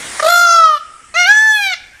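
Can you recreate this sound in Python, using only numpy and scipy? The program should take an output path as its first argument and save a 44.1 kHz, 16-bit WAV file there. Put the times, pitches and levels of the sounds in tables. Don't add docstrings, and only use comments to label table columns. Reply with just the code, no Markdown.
import sys
import numpy as np
from scipy import signal
from scipy.fft import rfft, irfft
from scipy.io import wavfile
from scipy.ndimage import uniform_filter1d, map_coordinates

SR = 44100
rng = np.random.default_rng(int(sys.argv[2]) if len(sys.argv) > 2 else 0)


def generate_wav(signal):
    frames = np.transpose(np.atleast_2d(signal))
    scaled = np.clip(frames, -1, 1) * 32767
    pcm = np.round(scaled).astype(np.int16)
    wavfile.write(sys.argv[1], SR, pcm)


N = 88200

JITTER_HZ = 517


def amp(db):
    return 10 ** (np.asarray(db) / 20)


def unit(x):
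    return x / np.sqrt(np.mean(x ** 2) + 1e-20)


def at_hz(points, hz):
    f, value = np.transpose(points)
    return np.interp(np.log(hz + 1), np.log(f + 1), value)


def at_time(rows, t):
    s, *columns = np.transpose(rows)
    return [np.interp(t, s, c) for c in columns]


def add(mix, s, sound):
    part = mix[round(s * SR):][:len(sound)]
    part += sound[:len(part)]


def colour(x, points):
    hz = np.fft.rfftfreq(2 * N, 1 / SR)
    filtered = irfft(rfft(x, 2 * N) * amp(at_hz(points, hz)))
    return filtered[..., :x.shape[-1]]


def wander(t, hz):
    return map_coordinates(rng.standard_normal(2000), [(t - t[0]) * hz], order=2, mode="wrap")


def patchy_noise(points, size=512):
    patch_db = 2
    _, _, z = signal.stft(rng.standard_normal(N), SR, nperseg=size)
    patches = uniform_filter1d(rng.standard_normal(z.shape), size=6, axis=0)
    patches = unit(uniform_filter1d(patches, size=10, axis=1))
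    _, noise = signal.istft(z * amp(patch_db * patches), SR, nperseg=size)
    return unit(colour(noise[:N], points))


def outdoors():
    # [f/Hz, relative level/dB]
    hiss_colour = [(25, -24), (60, -9.5), (170, -13.5), (320, -8), (460, -11), (700, -8.5), (1160, -5.5),
                   (1520, -7), (2100, -2), (2600, -10.5), (3000, -8), (4500, -11.5), (6100, -10.5),
                   (8250, -8), (10100, -10.5), (11000, -29), (15300, -31)]
    hush_colour = [(25, -3), (70, 0), (150, -10), (400, -9.5), (1000, -11.5), (2100, -3.5), (3000, -7.5),
                   (4000, -19.5), (5500, -12), (7000, -17.5), (10200, -25), (10900, -38), (15000, -43)]
    fizz_colour = [(3000, -23), (5500, -17), (7000, -3.5), (8200, 0), (10200, -6), (10900, -25),
                   (15000, -46)]
    # [t/s, level/dB]
    fizz_level = [(.8, -53), (1.1, -49.5), (1.8, -61)]
    hiss_db, hush_db = -27, -47
    fall_start_s, fall_db_per_s = 0.3, 105
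    t = np.arange(N) / SR
    fall_db = fall_db_per_s * np.maximum(t - fall_start_s, 0)
    hiss = amp(hiss_db - fall_db) * patchy_noise(hiss_colour)
    hush = amp(hush_db) * patchy_noise(hush_colour)
    fizz = amp(at_time(fizz_level, t)[0]) * patchy_noise(fizz_colour)
    return hiss + hush + fizz


def far_cry():
    # [t/s, f/Hz, level/dB]
    cry_curve = [(1.919, 1520, -51), (1.96, 1610, -44), (1.979, 1710, -57), (2.0, 1857, -40)]
    jitter = 0.031
    t = np.arange(cry_curve[0][0], cry_curve[-1][0], 1 / SR)
    hz, level_db = at_time(cry_curve, t)
    turns = np.cumsum(hz * (1 + jitter * wander(t, JITTER_HZ))) / SR
    return t[0], np.sqrt(2) * amp(level_db) * np.sin(2 * np.pi * turns)


def tail(ring, echo, size=256):
    taps = rng.standard_normal(N) * (rng.random(N) < 2000 / SR)
    hz, t, z = signal.stft(taps, SR, nperseg=size)
    fade = amp(-60 * t / at_hz(ring, hz)[:, None])
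    fade = fade * (t > .005)
    fade = fade / np.sqrt((fade ** 2).mean(1, keepdims=True))
    fade = fade * amp(at_hz(echo, hz))[:, None]
    _, scattered = signal.istft(z * fade, SR, nperseg=size)
    return scattered[:N] / np.linalg.norm(taps)


def surroundings(x):
    # [f/Hz, t60/s]
    hill_ring = [(300, .7), (1300, 1.04), (1750, 1.03), (2500, 0.8), (5000, 1), (12000, -1.7)]
    terrace_ring = [(500, 0.6), (4000, 0.4), (12000, 0.1)]
    # [f/Hz, level/dB]
    hill_echo = [(300, -49), (700, -22), (1300, -20), (1550, -19.5), (1750, -22.5), (2300, -19),
                 (2900, -21.5), (4000, -25.5), (7000, -17), (13000, -26)]
    terrace_echo = [(500, -23), (1400, -20), (2300, -15), (3200, -9), (4300, -11), (5500, -1),
                    (7500, -11.5), (13000, -1)]
    # [delay/s, level/dB]
    slaps = [(.0075, -20), (.027, -18.5), (.058, -35)]
    response = tail(hill_ring, hill_echo) + tail(terrace_ring, terrace_echo)
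    for delay, db in slaps:
        add(response, delay, amp([db]))
    return signal.fftconvolve(x, response)[:N]


def sink(bird):
    deepest_db, knee_db, smooth_s = -4.5, -7, 0.0091
    power = abs(uniform_filter1d(bird ** 2, max(round(smooth_s * SR), 1)))
    return amp(deepest_db * power / (power + amp(knee_db) ** 2))


def gate(t):
    attack_s, release_s = 0.0018, .01
    return np.clip((t - t[0]) / attack_s, 0, 1) * np.clip((t[-1] - t) / release_s, 0, 1)


def rasp(turns, points):
    puffs = 1 + np.cos(2 * np.pi * turns)
    return unit(colour(rng.standard_normal(N)[:len(turns)] * puffs, points))


def croak():
    # [f/Hz, relative level/dB]
    croak_colour = [(200, -30), (620, -6), (900, -7), (1200, 0.5), (1700, 3), (2500, -13), (3800, -18),
                    (6000, -16.5), (9000, -41), (13000, -55)]
    start_s, length_s, pitch_hz, level_db = .1945, .014, 607, -10.5
    rough = .4
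    t = np.arange(0, length_s, 1 / SR)
    harmonics = sum(np.cos(2 * np.pi * k * pitch_hz * t) for k in range(1, 12))
    folds = unit(colour(harmonics, croak_colour))
    burst = unit((1 - rough) * folds + rough * rasp(pitch_hz * t, croak_colour))
    swell = np.sin(np.pi * t / length_s)
    return start_s, amp(level_db) * swell * burst


def overtone_sizes(t, pitch, levels, rough, opening, opened, closed, count):
    treble_hz, top_hz = 4500, 8500
    shimmer_db, shimmer_hz = 2.33, 20.14
    breakup_db, breakup_hz = 17, 167.3
    share = np.clip(at_time(opening, t)[0], 0, 1)
    over_hz = np.arange(3, count + 1)[:, None] * at_time(pitch, t)[0]
    drift = np.array([
        shimmer_db * wander(t, shimmer_hz) + breakup_db * rough * wander(t, breakup_hz)
        for _ in over_hz
    ])
    throat = amp(share * at_hz(opened, over_hz) + (1 - share) * at_hz(closed, over_hz) + drift)
    high, higher = (.5 + .5 * np.tanh(20 * np.log(over_hz / hz)) for hz in (treble_hz, top_hz))
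    root, octave, *band_levels = amp(at_time(levels, t))
    bands = (1 - high, high - higher, higher)
    overtones = sum(
        level * throat * band / np.sqrt((throat ** 2 * band).sum(0))
        for level, band in zip(band_levels, bands)
    )
    return np.vstack([root, octave, overtones])


def call(pitch, levels, grain, opening, opened, closed, count=22):
    # [f/Hz, relative level/dB]
    rasp_colour = [(100, -27), (400, -20), (700, -14), (1600, -6), (2700, -25), (3900, -4), (6000, -15),
                   (9000, -16), (13000, -44), (15500, -40)]
    rasp_db = -7
    flutter_hz, flutter_crest_s = 53.6, .3425
    flutter_swing, jitter = 0.051, .035
    fray_turns, fray_hz = 0.042, 698
    t = np.arange(round(pitch[0][0] * SR), round(pitch[-1][0] * SR)) / SR
    rough, depth = np.clip(at_time(grain, t), 0, 1)

    shake = depth * np.cos(2 * np.pi * flutter_hz * (t - flutter_crest_s))
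    bend = 1 - flutter_swing * shake + jitter * rough ** 1.43 * wander(t, JITTER_HZ)
    turns = np.cumsum(at_time(pitch, t)[0] * bend) / SR

    slow = t[::32]
    sizes = overtone_sizes(slow, pitch, levels, rough[::32], opening, opened, closed, count)
    voice = np.zeros(len(t))
    for k, size in enumerate(sizes, 1):
        fray = fray_turns * (k / count) ** 2.05 * np.interp(t, slow, wander(slow, fray_hz))
        phase = 2 * np.pi * (k * turns + fray) + np.pi * k ** 2 / count
        voice -= np.sqrt(2) * np.interp(t, slow, size) * np.cos(phase)
    loudness = np.interp(t, slow, np.linalg.norm(sizes, axis=0))
    air = amp(rasp_db) * rough ** 1.67 * loudness * rasp(turns, rasp_colour)
    return t[0], gate(t) * (1 + shake) * (voice + air)


def first_call():
    # [t/s, f/Hz]
    pitch = [(.224, 617.6), (.238, 634.3), (.252, 615), (.275, 661), (.302, 695.3), (.352, 697.6),
             (.43, 698.6), (.484, 686.3), (.552, 676), (.65, 645.4), (.748, 601.7), (.772, 582), (.79, 576)]
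    # [t/s, fundamental/dB, octave/dB, middle overtones/dB, treble/dB, top/dB]
    levels = [(0.228, -17.5, -17.5, -38, -33, -46), (0.264, -9.5, -16.5, -22.5, -35, -34),
              (0.304, -17, -10, -20.5, -21.5, -27.5), (0.318, -16, -16, -19, -30, -36),
              (0.326, -16.5, -8, -19, -24, -26), (0.396, -21, -8.5, -23.5, -22, -28.5),
              (0.454, -23.5, -7, -23, -25.5, -36.5), (0.48, -20.5, -8.5, -28, -19.5, -39),
              (0.518, -23.5, -8.5, -23.5, -19, -36.5), (0.624, -23.5, -6.5, -26, -31, -45),
              (0.646, -26.5, -4.5, -24.5, -26.5, -49), (0.752, -29.5, -13.5, -29.5, -48, -49),
              (0.772, -36, -26, -32, -43, -50), (0.785, -66, -29, -30, -53, -62)]
    # [t/s, roughness/0-1, flutter depth/0-1]
    grain = [(.224, .75, 0.42), (.28, 0.65, 0.41), (.32, .17, 0.21), (.4, 0.06, 0.21), (.44, 0.14, 0.15),
             (.5, 0.17, 0.14), (.6, 0.19, 0.15), (.7, 0.12, 0.1), (.79, 0.26, 0.09)]
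    # [t/s, share/0-1]
    opening = [(.25, 0.85), (.33, .95), (.43, 0.4), (.5, 0.04), (.78, 0)]
    # [f/Hz, relative level/dB]
    opened = [(2080, -0.5), (2780, -12.5), (3500, 4), (4180, 3), (4880, -9), (5570, -2), (6270, -12),
              (6970, 3), (7680, -2), (8350, -34), (9050, -15), (10450, -19), (11150, -21), (11850, -5.5),
              (13200, -22), (14500, -38)]
    closed = [(1800, -0.5), (2050, -2), (2330, -9.5), (2700, -6.5), (3200, 0), (3650, -10), (4100, -4.5),
              (4450, -6.5), (4800, 0), (5100, 0), (5420, -0.5), (5780, -6), (6130, 2.5), (6450, -4),
              (6750, -6), (7400, -20), (8200, -19), (8900, -14), (10500, -23), (12300, -23), (14000, -43)]
    return call(pitch, levels, grain, opening, opened, closed)


def second_call():
    # [t/s, f/Hz]
    pitch = [(1.14, 611), (1.17, 693.5), (1.2, 717.6), (1.25, 704), (1.278, 779), (1.298, 821.7),
             (1.328, 849), (1.45, 875.4), (1.55, 854.7), (1.65, 790.2), (1.72, 736), (1.748, 666)]
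    # [t/s, fundamental/dB, octave/dB, middle overtones/dB, treble/dB, top/dB]
    levels = [(1.142, -34, -30, -30, -39, -63), (1.154, -28.5, -20.5, -21.5, -25.5, -67),
              (1.166, -24, -17, -12.5, -33, -48), (1.202, -19.5, -13, -11.5, -19, -41.5),
              (1.242, -24, -15.5, -12, -25, -44), (1.26, -20, -18, -12, -32, -52),
              (1.276, -23.5, -11.5, -20.5, -26.5, -35), (1.31, -19.5, -1.5, -21, -25, -51),
              (1.354, -31, -12, -29, -29, -43), (1.372, -28.5, -7.5, -27, -22.5, -40.5),
              (1.456, -25, -10, -32, -31.5, -43.5), (1.51, -22.5, -9.5, -29, -23.5, -40),
              (1.556, -31.5, -13, -18, -39, -34), (1.606, -24.5, -17.5, -21, -37, -36.5),
              (1.628, -34.5, -23.5, -17, -30, -38), (1.67, -26, -23, -15, -31.5, -38.5),
              (1.69, -31, -32, -17.5, -37, -47), (1.72, -26.5, -21.5, -21.5, -30.5, -52),
              (1.732, -35, -31, -15.5, -34, -57), (1.745, -33, -22.5, -18, -25, -52)]
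    # [t/s, roughness/0-1, flutter depth/0-1]
    grain = [(1.14, 0.87, 0.0073), (1.175, 0.16, 0.0076), (1.245, 0.14, 0), (1.275, 0.29, 0.18),
             (1.325, 0.18, 0.024), (1.345, .01, 0), (1.56, .02, 0.015), (1.64, 0.087, 0.0035),
             (1.7, 0.14, 0.098), (1.748, 0.43, .1)]
    # [t/s, share/0-1]
    opening = [(1.25, 0.02), (1.31, 0.69), (1.52, 0.85), (1.6, 0.74), (1.74, 0.036)]
    # [f/Hz, relative level/dB]
    opened = [(2250, 9), (2570, -12), (3000, -31), (3420, 9.5), (4200, -13.5), (4350, -5.5), (5150, -16),
              (5950, -3), (6850, -10.5), (7700, -7.5), (8600, -17), (10300, -23), (12000, -24),
              (13000, -28), (15000, -36)]
    closed = [(1950, 9.5), (2200, 4.5), (2500, 7.5), (2870, 4), (3380, -10.5), (3700, -8.5), (4100, -10.5),
              (4310, -2.5), (4600, -5.5), (4950, -16.5), (5750, -7), (6450, -12), (7200, -25), (8500, -23),
              (9200, -24), (10500, -19), (12800, -23), (14500, -43)]
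    return call(pitch, levels, grain, opening, opened, closed)


def scene():
    bird = np.zeros(N)
    add(bird, *croak())
    add(bird, *first_call())
    add(bird, *second_call())
    behind = surroundings(bird) + outdoors()
    add(behind, *far_cry())
    return np.tile(bird + sink(bird) * behind, (2, 1))


def record(dry):
    ceiling, splatter_hz, edge_hz = 1.0, 250, 15500
    shaved = dry / (1 + (dry / ceiling) ** 10) ** (1 / 10) - dry
    highpass = signal.butter(2, splatter_hz, "highpass", fs=SR, output="sos")
    held = dry + signal.sosfilt(highpass, shaved)
    lowpass = signal.firwin(511, edge_hz, window=("kaiser", 9), fs=SR)
    return signal.oaconvolve(held, lowpass[None], "same")


dry = scene()
out = record(dry)
generate_wav(out)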